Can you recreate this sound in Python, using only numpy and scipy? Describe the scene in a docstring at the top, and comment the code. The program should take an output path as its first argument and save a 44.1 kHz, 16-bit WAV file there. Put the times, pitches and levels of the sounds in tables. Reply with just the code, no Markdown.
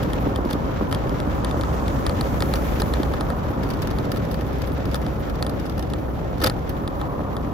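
"""Outdoors, on paving studded with small stones, a wheelchair rolls along, heard from on board.
Random impacts of stones drum on the tyres and excite resonances of the wheels, frame and small parts.
A loose metal fitting clacks as a set of damped modes, most of all over one sharp bump; small parts
chatter in clusters of tiny contacts, and thuds fall quickly in pitch. A thin high hiss of filtered
noise swells and fades, and distant cars, delayed noise, come and go, mostly on the right."""
import sys
import numpy as np
from scipy.fft import rfft, irfft, next_fast_len
from scipy.io import wavfile
from scipy.ndimage import map_coordinates

SR = 44100
rng = np.random.default_rng(int(sys.argv[2]) if len(sys.argv) > 2 else 0)


def output_pcm(signal):
    """Save a mono or channel-first signal as 16-bit PCM at the path in sys.argv[1].

    Samples are clipped to [-1, 1] before scaling.
    """
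    pcm = np.clip(np.atleast_2d(signal).T, -1, 1) * 32767
    wavfile.write(sys.argv[1], SR, np.round(pcm).astype(np.int16))


N = 332073


def amp(db):
    """Decibel law: 20 dB is a factor of ten in amplitude."""
    return 10 ** (np.asarray(db) / 20)


def unit(x):
    """Normalisation: scale to a root-mean-square of 1."""
    return x / np.sqrt(np.mean(x ** 2) + 1e-20)


def along(points, hz, axis=1):
    """Interpolation on a log frequency axis: one column of a table that starts with Hz."""
    table = np.transpose(points)
    return np.interp(np.log(hz + 1), np.log(table[0]), table[axis])


def curves(rows):
    """Linear interpolation in time: one value per sample for each column after the seconds."""
    seconds, *columns = np.transpose(rows)
    return [np.interp(np.arange(N) / SR, seconds, column) for column in columns]


def wobble(rate):
    """Slow random modulation: a smooth curve through random knots, rate of them a second."""
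    knots = rng.standard_normal(int(N * rate / SR) + 4)
    return map_coordinates(knots, [np.arange(N) * rate / SR])


def add(track, s, sound):
    """Superposition: mix a short sound into a track at s seconds."""
    part = track[..., max(round(s * SR), 0):][..., :sound.shape[-1]]
    part += sound[..., :part.shape[-1]]


def filtered(x, response):
    """Linear filtering: multiply the spectrum by a complex response of frequency."""
    padded = 2 * next_fast_len(N // 2 + SR // 8)
    hz = np.fft.rfftfreq(padded, 1 / SR)
    return irfft(rfft(x, padded) * response(hz), padded)[..., :N]


def causal(spectrum, hz):
    """Minimum phase by a folded cepstrum: no ringing before the event, and a power gain of 1."""
    cepstrum = irfft(np.log(unit(amp(along(spectrum, hz)))))
    half = len(cepstrum) // 2
    return np.exp(rfft(np.r_[cepstrum[0], 2 * cepstrum[1:half], np.zeros(half)]))


# Left-right likeness at the microphone pair. 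Each row: frequency in Hz, correlation from 0 to 1.
LIKENESS = [(60, 0.75), (150, 0.83), (280, 0.61), (450, 0.3), (700, 0.56), (1100, 0.048), (1600, 0.046),
            (2400, 0.3), (3300, 0.049), (4600, 0.15), (6000, 0.14), (7200, 0.99), (8300, 0.78), (9500, 1),
            (11000, 0.097), (13000, 1)]


def spread(pair, spectrum):
    """Interchannel coherence: colour two unrelated signals, then blend them as mid and side."""
    def mid_side_response(hz):
        angle = np.arccos(np.clip(along(LIKENESS, hz), -1, 1)) / 2
        return causal(spectrum, hz) * np.array([np.cos(angle), np.sin(angle)])

    mid, side = filtered(pair, mid_side_response)
    return np.array([mid + side, mid - side])


def stones(rate, scatter_db):
    """Shot noise: two tracks of random contacts, rate a second, of either sign and uneven size."""
    met = rng.random((2, N)) < rate / SR
    sign = rng.choice([-1, 1], (2, N))
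    return unit(met * sign * amp(scatter_db * rng.standard_normal((2, N))))


def bursts(events, attack, tail_db, tail_t60):
    """Exponential decay: each (s, dB, t60 s) swells, dies and leaves a weak tail; powers add."""
    power, t = np.zeros(N), np.arange(SR // 8) / SR
    for s, db, t60 in events:
        decay = amp(-60 * t / t60) + amp(tail_db - 60 * t / tail_t60)
        add(power, s, (amp(db) * (1 - np.exp(-t / attack)) * decay) ** 2)
    return np.sqrt(power)


def resonant(modes, hz):
    """Second-order resonance: the summed band-pass responses of modes with alternating sign."""
    total = 0
    for k, (centre, width, db) in enumerate(modes):
        damping = 1j * hz * width
        total = total + (-1) ** k * amp(db) * damping / (centre ** 2 - hz ** 2 + damping)
    return total


def resonate(x, modes):
    """Forced vibration: the ring of resonances, at about the power of what shakes them."""
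    def response(hz):
        raw = resonant(modes, hz)
        return raw / np.sqrt(np.mean(abs(raw) ** 2))

    return filtered(x, response)


def swell_db(t, span, rise, fall):
    """Ramps linear in dB: level below full, rising to a span, holding, falling; slopes in dB/s."""
    return -rise * np.maximum(span[0] - t, 0) - fall * np.maximum(t - span[1], 0)


BUMP_S, BUMP_WIDTH_S = 6.455, 0.045


def bump():
    """A Gaussian pulse: the jolt of the sharp bump, from 0 up to 1 and back."""
    return np.exp(-((np.arange(N) / SR - BUMP_S) / BUMP_WIDTH_S) ** 2)


# How hard the paving shakes the chair; only departures from the mean are used.
# Each row: time in seconds, shaking in dB.
SHAKING = [(0, -25.5), (0.45, -27.5), (1.15, -26.5), (1.75, -26.5), (2.15, -26), (2.9, -26), (3.4, -28),
           (3.75, -27), (4.6, -27.5), (5.1, -28), (5.9, -29), (6.6, -28.5), (7.53, -29.5)]


def shaken(level_db, growth, bump_db):
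    """A power law: gain grows by growth dB per dB of shaking about its mean, and lifts at the bump."""
    shake_db, = curves(SHAKING)
    return amp(level_db + growth * (shake_db - shake_db.mean()) + bump_db * bump())


# Spectra of the rolling layers. Each row: frequency in Hz, relative density in dB per Hz.
BOOM_SPECTRUM = [(15, -33), (25, -11), (40, -3.5), (52, 4), (68, -0.5), (85, -2), (110, -13), (200, -59.5)]
RUMBLE_SPECTRUM = [(50, -26), (80, -2.5), (100, 1.5), (135, 1.5), (190, -1), (255, -2), (305, -3.5),
                   (350, -8.5), (390, -6.5), (450, -9), (600, -26), (1200, -68.5)]
ROAR_SPECTRUM = [(250, -32), (420, -4), (490, 0.5), (555, 2.5), (650, -3), (790, -5), (950, -11),
                 (1400, -42), (3000, -55.5)]
RASP_SPECTRUM = [(500, -25), (850, 0), (1020, 0.5), (1150, -2), (1300, -2), (1500, -5.5), (1700, -23.5),
                 (2100, -22), (4000, -46.5)]
# Rasp of the tread over stretches of coarser stone. 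Each row: time in seconds, relative level in dB.
COARSE_STRETCHES = [(0, -35.5), (0.8, -34.5), (1.55, -34.5), (2.7, -34), (3.7, -34), (4.15, -36.5),
                    (5.4, -37.5), (5.8, -40.5), (6.55, -38.5), (7.05, -44), (7.53, -53)]
RASP_LIFT_DB, RASP_BUMP_DB = -2.5, 8


def rolling():
    """Filtered shot noise: stones drum; the frame booms, the tyres rumble, the tread roars and rasps."""
    boom = unit(spread(stones(rate=400, scatter_db=2.0), BOOM_SPECTRUM))
    rumble = unit(spread(stones(rate=900, scatter_db=1.5), RUMBLE_SPECTRUM))
    roar = unit(spread(stones(rate=1300, scatter_db=0.2), ROAR_SPECTRUM))
    rasp = unit(spread(stones(rate=1500, scatter_db=0.5), RASP_SPECTRUM))
    coarse_db, = curves(COARSE_STRETCHES)
    mix = shaken(level_db=-30.5, growth=0.92, bump_db=1) * boom
    mix += shaken(level_db=-27, growth=1, bump_db=1) * rumble
    mix += shaken(level_db=-34, growth=0.78, bump_db=3.8) * roar
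    return mix + amp(coarse_db + RASP_LIFT_DB + RASP_BUMP_DB * bump()) * rasp


# Resonances of wheel and frame. Each row: frequency in Hz, width in Hz, relative level in dB.
WHEEL_MODES = [(289.7, 38, 4), (400, 43, -2.5), (545, 61, 0.5), (778, 106, -3.5), (1288, 98, -11.5),
               (1827, 130, -16)]


def wheels():
    """Impulse excitation of modes: the prouder stones set wheel and frame ringing in uneven lumps."""
    left, right = stones(rate=90, scatter_db=3.0)
    knocks = np.array([left + right / 2, left - right / 2])
    return shaken(level_db=-35.7, growth=1, bump_db=6) * unit(resonate(knocks, WHEEL_MODES))


# The chair falls in and out of its throb. Each row: time in seconds, relative level in dB.
THROB_LEVELS = [(0, -26.5), (0.55, -27), (0.95, -34), (1.65, -23.5), (2.25, -31), (2.75, -20.5), (3.3, -30),
                (3.75, -42), (4.35, -25.5), (5.0, -26), (6.1, -30), (6.5, -34), (7.53, -33.5)]
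THROB_DB = -4
SHUDDER_HZ, SHUDDER_WANDER = 64.13, 0.0375  # central pitch, and its share of unsteadiness


def shudder():
    """Frequency and amplitude modulation: the shaken chair throbs at one low, unsteady pitch."""
    throb_db, = curves(THROB_LEVELS)
    hz = SHUDDER_HZ * (1 + SHUDDER_WANDER * wobble(14))
    tone = np.sin(2 * np.pi * np.cumsum(hz) / SR)
    return amp(throb_db + THROB_DB) * unit(amp(0.99 * wobble(5.32)) * tone)


# Spectra of the crunch and of touching small parts.
# Each row: frequency in Hz, relative density in dB per Hz.
GRIT_SPECTRUM = [(1000, -12.5), (1500, 7.5), (1700, 11), (1840, 7), (2100, 6.5), (2700, 2), (3500, -0.5),
                 (4900, -7.5), (5500, -8), (5850, -5), (6400, -13), (7300, -6.5), (9000, -42), (13000, -26),
                 (16000, -41)]
TINKLE_SPECTRUM = [(500, -12), (1300, 1), (1800, 3), (2300, -2), (3100, 3), (4200, 0), (4900, 1),
                   (5500, -2), (5900, -3), (6400, -9), (8000, -6), (9000, -4), (10000, -7), (12000, -6),
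                   (13300, -6.5), (16000, -20)]
# Small metal parts, set ringing by the shaking.
# Each row: frequency in Hz, width in Hz, relative level in dB.
PART_MODES = [(2880, 160, -8), (3220, 140, -1), (3596, 90, 0), (4085, 70, -3), (4560, 30, 0),
              (4720, 70, -4), (4900, 160, -6), (5555, 30, -2), (5745, 80, -1), (6835, 140, -7),
              (9240, 50, 4), (11015, 45, 1), (11490, 70, 4), (11950, 75, 1), (12350, 45, -2),
              (13280, 60, 1), (14940, 60, 2)]


def grit():
    """Clumped shot noise and resonance: the tread crunches finely and keeps metal parts jingling."""
    clumps = amp(1.6 * wobble(22) + 1.8 * wobble(130))
    crunch = unit(spread(clumps * stones(rate=2200, scatter_db=0.5), GRIT_SPECTRUM))
    touches = spread(clumps * stones(rate=400, scatter_db=2.5), TINKLE_SPECTRUM)
    jingle = unit(resonate(touches, PART_MODES))
    gain = shaken(level_db=-49.5, growth=2.1, bump_db=14)
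    return gain * (amp(5.0) * crunch + amp(-9.0) * jingle)


# Spectra of the hiss and its airy top. Each row: frequency in Hz, relative density in dB per Hz.
HISS_SPECTRUM = [(3000, -16), (4500, -5), (5800, -2), (6800, 0), (8000, -2), (9500, -7), (12000, -22)]
AIR_SPECTRUM = [(6000, -22), (8500, -8), (10000, -1.5), (12000, 0), (14000, -1), (15200, -3), (16000, -12)]
HISS_SPAN_S, AIR_SPAN_S = (1.65, 2.75), (2.5, 2.8)  # from and to, at full strength
HISS_DB, AIR_DB = -52.5, -49  # at full strength, before the flicker


def hiss():
    """Filtered noise: a smooth hiss grows airier as it swells, over a faint flickering sizzle."""
    def noise(spectrum):
        return unit(spread(rng.standard_normal((2, N)), spectrum))

    t = np.arange(N) / SR
    body = amp(HISS_DB + swell_db(t, HISS_SPAN_S, rise=22, fall=19)) * noise(HISS_SPECTRUM)
    air = amp(AIR_DB + swell_db(t, AIR_SPAN_S, rise=20, fall=27)) * noise(AIR_SPECTRUM)
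    sizzle_gain = shaken(level_db=-60, growth=0.83, bump_db=9.7) * amp(3 * wobble(45))
    return amp(0.8 * wobble(30)) * (body + air) + sizzle_gain * noise(AIR_SPECTRUM)


# Distant cars. Each row: time in seconds, level in dB, delay of left behind right in milliseconds.
TRAFFIC_PATH = [(0, -39, 0.37), (0.9, -40, .29), (1.7, -35, 0.28), (2.4, -40, 0.51), (2.8, -43, .1),
                (3.5, -40, 0.25), (4.1, -51, -.07), (5.3, -48.5, -.07), (6.4, -50, 0.27),
                (6.85, -36.5, 0.44), (7.12, -35.5, 0.18), (7.53, -37.5, .12)]
# Their tyre roar. Each row: frequency in Hz, relative density in dB per Hz.
ROAD_SPECTRUM = [(300, -31), (600, -10), (800, 0.5), (1000, 5), (1200, 3.5), (1400, -6.5), (2000, -28),
                 (4000, -51)]
AROUND_DB = -2.5  # the part that arrives from all around, against the direct part


def traffic():
    """Interaural-style delay: a hollow tyre roar reaches the two ports at different, moving times."""
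    level_db, lag_ms = curves(TRAFFIC_PATH)
    noise = rng.standard_normal((3, N))
    direct, *around = unit(filtered(noise, lambda hz: amp(along(ROAD_SPECTRUM, hz))))
    half_lag = lag_ms * SR / 1000 / 2  # samples
    pair = np.array([map_coordinates(direct, [np.arange(N) - side * half_lag], mode="mirror")
                     for side in (1, -1)])
    return amp(level_db) * unit(pair + amp(AROUND_DB) * np.array(around))


RATTLE_PER_S, RATTLE_DB, RATTLE_SCATTER_DB = 7.1, -40, 4.5
RATTLE_SPAN_S, RATTLE_FADE = (3.7, 5.9), 78  # at full strength from and to; fade in dB per second
RATTLE_SIZZLE_DB, RATTLE_T60_S = -10, 0.025


def faint_rattle():
    """A jittered point process: weak bursts of chatter, in the columns of the stronger ones."""
    draws = rng.random((int(RATTLE_PER_S * N / SR), 2))
    times = (np.arange(len(draws)) + draws[:, 0]) / RATTLE_PER_S
    levels = RATTLE_DB + swell_db(times, RATTLE_SPAN_S, RATTLE_FADE, RATTLE_FADE)
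    levels = levels + RATTLE_SCATTER_DB * (2 * draws[:, 1] - 1)
    return [(s, db, RATTLE_SIZZLE_DB, RATTLE_T60_S) for s, db in zip(times, levels)]


# Bursts of small parts chattering. Each row: start in seconds, relative level in dB,
# high sizzle against the body in dB, time to fall by 60 dB in seconds.
CHATTER_BURSTS = [(0.029, -31.5, -3, .03), (0.449, -38.5, -10, .03), (0.501, -30.5, -7, .03),
                  (0.527, -31, -6, 0.032), (0.911, -35, -14, 0.033), (0.932, -42, -10, .03),
                  (2.555, -30.5, -20, 0.039), (2.799, -27, -20, 0.033), (3.632, -33.5, -18, 0.037),
                  (3.689, -34, -14, .012), (3.702, -32, -9, 0.03), (3.735, -35.5, -20, .035),
                  (3.772, -38, -8, .01), (3.790, -39, -12, .012), (3.819, -29.5, -15, 0.047),
                  (3.872, -28, -11, 0.02), (3.910, -33, -18, 0.016), (4.116, -28, -1, 0.028),
                  (4.160, -31, -20, .015), (4.170, -30, -20, 0.027), (4.311, -36.5, -2, 0.044),
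                  (4.331, -36, -4, .012), (4.342, -28.5, -5, 0.013), (4.409, -36, -8, 0.032),
                  (4.528, -35, -16, 0.014), (4.583, -36, 2, .012), (4.617, -28, -15, 0.022),
                  (4.673, -34, -14, .015), (4.854, -35, -19, .02), (4.913, -33, -15, .02),
                  (4.953, -30, -20, 0.035), (5.016, -37, 0, .015), (5.446, -37, -15, .015),
                  (5.494, -30, -16, .02), (5.653, -39, -16, 0.033), (5.695, -30.5, -16, .018),
                  (5.780, -35, -18, .015), (5.793, -31, -18, 0.021), (5.825, -28.5, -22, 0.015),
                  (5.899, -35, -6, 0.018), (6.381, -37, -6, .015), (6.402, -30, -10, .012),
                  (6.419, -31, -10, 0.055), (6.4375, -17, 3, 0.02), (6.456, -23, -20, 0.013),
                  (6.4615, -15, -9, 0.014), (6.472, -21, -13, 0.024), (6.692, -35, 5, 0.032)]
CONTACTS_PER_S = 1500  # tiny contacts within a burst
CHATTER_KNOCK_DB = -3.5  # how much the frame takes up


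def chatter():
    """Gated shot noise: small parts tick, buzz and sizzle in clusters of contacts that ring the frame."""
    def cluster(events):
        envelope = bursts(events, attack=.0016, tail_db=-20, tail_t60=.06)
        return stones(rate=CONTACTS_PER_S, scatter_db=3) * envelope

    rows = list(CHATTER_BURSTS) + faint_rattle()
    body = cluster([(s, db, t60) for s, db, _, t60 in rows])
    sizzle = cluster([(s, db + sizzle_db, t60) for s, db, sizzle_db, t60 in rows])
    buzz = spread(body, TINKLE_SPECTRUM) + spread(sizzle, AIR_SPECTRUM) / 2
    parts = resonate(buzz, PART_MODES)
    frame = resonate(buzz, WHEEL_MODES[-2:])  # the two highest resonances
    return amp(2.5) * buzz + amp(-8.5) * parts + amp(CHATTER_KNOCK_DB) * frame


FAVOUR_WIDTH = 0.11  # width of the favoured region, in natural log of frequency


def ring(modes, t, favoured_hz, favour_db):
    """Modal synthesis: damped modes start together at new strengths, more near a favoured pitch."""
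    hz, db, t60 = np.transpose(modes)[:, :, None]
    nearness = np.exp(-(np.log(hz / favoured_hz) / FAVOUR_WIDTH) ** 2)
    db = db + 1.8 * rng.standard_normal(hz.shape) + favour_db * nearness
    sign = (-1) ** np.arange(len(hz))[:, None]
    return np.sum(sign * amp(db - 60 * t / t60) * np.sin(2 * np.pi * hz * t), axis=0)


# Strikes of the loose fitting. Each row: first touch in seconds, relative level in dB,
# favoured pitch in Hz, relative knock in the frame in dB.
FITTING_STRIKES = [(0.0328, -30, 3190, -3), (0.132, -22, 3150, -2), (0.3589, -21.5, 3350, -2),
                   (0.5089, -23.5, 3240, 1), (0.5302, -22, 3560, -5), (0.9253, -17, 3150, 0),
                   (0.9465, -19, 3230, -5), (1.093, -27, 3240, -1), (1.2007, -23, 3250, -12),
                   (1.4458, -17.5, 3500, -3), (1.51, -25.5, 3630, -2), (1.61, -22.5, 3640, -8),
                   (1.634, -26, 3610, 7), (1.8794, -23.5, 3730, -10), (2.0642, -16, 4100, -1),
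                   (2.094, -21, 4080, 2), (2.2092, -16, 4330, -0.5), (2.404, -18.5, 3700, 0),
                   (2.4217, -15, 4100, 0), (2.537, -16, 4070, 2), (2.818, -17, 4080, 3),
                   (2.9363, -18.5, 4150, 1.5), (3.031, -22, 3850, 2.5), (3.136, -27, 3770, 8.5),
                   (3.2081, -21, 3830, 4), (3.3009, -26, 3660, 10), (3.9095, -34, 3700, 4),
                   (3.985, -25.5, 4320, 2), (4.718, -35, 3230, -6), (4.9434, -16, 3700, -1.5),
                   (5.0637, -27, 3600, 2), (5.4243, -16, 4400, -3.5), (5.465, -21.5, 3580, 0),
                   (5.9346, -22, 3670, 2), (6.415, -22, 4380, 3), (6.442, -9, 4900, -3.5),
                   (6.4692, -12.5, 4360, -3.5), (6.497, -17.5, 4170, -1), (6.876, -22.5, 3820, -2),
                   (7.013, -26, 3740, 6), (7.366, -27.5, 3550, 5)]
# Modes of the fitting, and of the frame under it.
# Each row: frequency in Hz, typical relative level in dB, time to fall by 60 dB in seconds.
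FITTING_MODES = [(2550, -11, .009), (2870, -7, .011), (3230, .5, .015), (3610, 0, .018), (4080, -2, .016),
                 (4290, -3, .014), (4650, 1.5, .012), (4950, 1, .012), (5400, -12, .01), (5760, -9, .016),
                 (7050, -13, .011), (8650, -7, .016), (9280, -5, .019), (10500, -16, .01),
                 (11500, -10, .016), (13200, -17, .014)]
FRAME_MODES = [(524, -7, 0.077), (827, 2.5, 0.028), (1280, -0.5, 0.037), (1650, -11, 0.041),
               (1830, -6.5, 0.037)]
# The crack of contact. Each row: frequency in Hz, relative density in dB per Hz.
CRACK_SPECTRUM = [(300, -28), (800, 3), (1300, 15), (2200, 8), (4500, 2), (5200, 3), (6100, -6), (7500, 7),
                  (9300, 12), (12000, -6.5), (14500, -5), (16000, -32)]
CLACK_DB, KNOCK_DB, CRACK_DB, FAVOUR_DB = -13, 7, 0.5, 7
CONTACT_DELAY_S = 0.00065  # from first touch to full contact
KNOCK_LAG_S, CLACK_ATTACK_S = .0005, .0003
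REBOUND_S, REBOUND_DB = .0016, -13  # mean delay of the second touch, and its level against the first


def fitting():
    """Impact of damped bodies: a brief crack, a dead metallic ring with a rebound, a frame knock."""
    track, t = np.zeros(N), np.arange(SR // 12) / SR
    rise = 1 - np.exp(-t / CLACK_ATTACK_S)
    chances = rng.random(len(FITTING_STRIKES))
    for (s, db, hz, knock_db), chance in zip(FITTING_STRIKES, chances):
        contact = s + CONTACT_DELAY_S
        gain = amp(db + CLACK_DB) * rise
        add(track, contact, gain * ring(FITTING_MODES, t, hz, FAVOUR_DB))
        rebound = amp(REBOUND_DB) * ring(FITTING_MODES, t, hz, FAVOUR_DB)
        add(track, contact + REBOUND_S * (.5 + chance), gain * rebound)
        knock = amp(knock_db + KNOCK_DB) * ring(FRAME_MODES, t, hz, favour_db=0)
        add(track, contact + KNOCK_LAG_S, gain * knock)
    contacts = [(s + CONTACT_DELAY_S, db, .007) for s, db, *_ in FITTING_STRIKES]
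    puffs = bursts(contacts, attack=.0005, tail_db=-24, tail_t60=.05) * rng.standard_normal(N)
    return track + amp(CRACK_DB) * filtered(puffs, lambda hz: causal(CRACK_SPECTRUM, hz))


STONES_PER_S, STONE_DB, STONE_SCATTER_DB = 20, -27, 2
STONE_START_HZ, STONE_LANDING_HZ, STONE_RING_DB = 904, 278.4, -4  # pitches of a middling stone


def lesser_thuds():
    """A uniform random process: weak thuds of ordinary stones, in the columns of the big ones."""
    count = int(STONES_PER_S * N / SR)
    times, draws = rng.random(count) * N / SR, rng.standard_normal((count, 2))
    seconds, shake_db = np.transpose(SHAKING)
    shake = np.interp(times, seconds, shake_db - shake_db.mean())
    levels = STONE_DB + shake + STONE_SCATTER_DB * draws[:, 0]
    scales = np.exp(.2 * draws[:, 1])  # each stone shifts both pitches together
    return [(s, db, STONE_START_HZ * scale, STONE_LANDING_HZ * scale, STONE_RING_DB)
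            for s, db, scale in zip(times, levels, scales)]


# A wheel drops off a proud stone. Each row: start in seconds, level in dB, starting pitch in Hz,
# landing pitch in Hz, after-ring in dB against the thud.
BIG_THUDS = [(0.2592, -17, 1500, 287, 0), (0.2692, -15.5, 1390, 283, -15), (0.317, -19, 900, 310, -7),
             (0.3873, -15, 1620, 272, -15), (0.4452, -17.5, 1090, 332, -7), (0.458, -13, 915, 210, -9),
             (0.536, -15, 450, 160, -12), (0.552, -15, 850, 228, -10), (0.8102, -14.5, 1800, 240, -6),
             (0.822, -13.5, 655, 236, -16), (2.8033, -21, 1000, 330, -11), (2.998, -16, 900, 290, -9),
             (4.9289, -20, 890, 220, -12), (5.653, -23, 1380, 295, -14), (6.4279, -18, 1090, 297, 6),
             (6.4433, -18, 1420, 512, 2), (6.4543, -16, 980, 520, -1), (6.466, -20.5, 980, 534, -4)]
THUD_SWELL_S, THUD_FALL_S = .0024, .00135  # time to the peak, and time constant of the pitch
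THUD_RING_T60_S = 0.081  # the wheel rings on


def thuds():
    """Bending-wave dispersion: short waves arrive first, so a thud falls to the pitch that rings on."""
    track, t = np.zeros(N), np.arange(SR // 12) / SR
    swell = t / THUD_SWELL_S * np.exp(1 - t / THUD_SWELL_S)
    tail = (1 - np.exp(-t / THUD_SWELL_S)) ** 2 * amp(-60 * t / THUD_RING_T60_S)
    for s, db, start_hz, landing_hz, ring_db in list(BIG_THUDS) + lesser_thuds():
        hz = landing_hz + (start_hz - landing_hz) * np.exp(-t / THUD_FALL_S)
        envelope = amp(db) * np.maximum(swell, amp(ring_db) * tail)
        add(track, s, envelope * np.sin(2 * np.pi * np.cumsum(hz) / SR))
    return track


# The two microphone ports. Each row: frequency in Hz, phase lead of left over right in radians,
# level of left over right in dB.
PORT_DIFFERENCES = [(50, -.15, 1), (150, -.18, .4), (260, -.48, -.9), (520, -.85, -.6), (700, -1.5, -1.6),
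                    (950, -1.9, -2.4), (1264, 1.5, 0), (1805, 1.6, 1), (2400, 1.3, .8), (3200, 1.1, 1),
                    (3620, 1.1, 2.3), (4100, .4, 2.7), (4700, 1.1, 6.5), (5400, .7, 3), (5900, -.2, 4),
                    (7000, -1.7, 3.3), (7700, -2.7, 2), (8600, -3.2, 0), (10800, -4.5, 0),
                    (13000, -6.28, 0)]


def ports(pair):
    """Interchannel phase and level: each port hears each pitch with half of the difference."""
    half = np.array([[.5], [-.5]])

    def response(hz):
        phase = half * along(PORT_DIFFERENCES, hz)
        level_db = half * along(PORT_DIFFERENCES, hz, axis=2)
        return np.exp(1j * phase) * amp(level_db)

    return filtered(pair, response)


def scene():
    """Superposition: the chair is heard through the ports, and the traffic is added to it."""
    chair = rolling() + wheels() + shudder() + grit() + hiss()
    chair = chair + fitting() + thuds() + chatter()
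    return ports(chair) + traffic()


TOP_HZ = 15900


def record(dry):
    """Band limiting: an ideal low-pass keeps nothing from the top frequency upwards."""
    return filtered(dry, lambda hz: hz < TOP_HZ)


dry = scene()
out = record(dry)
output_pcm(out)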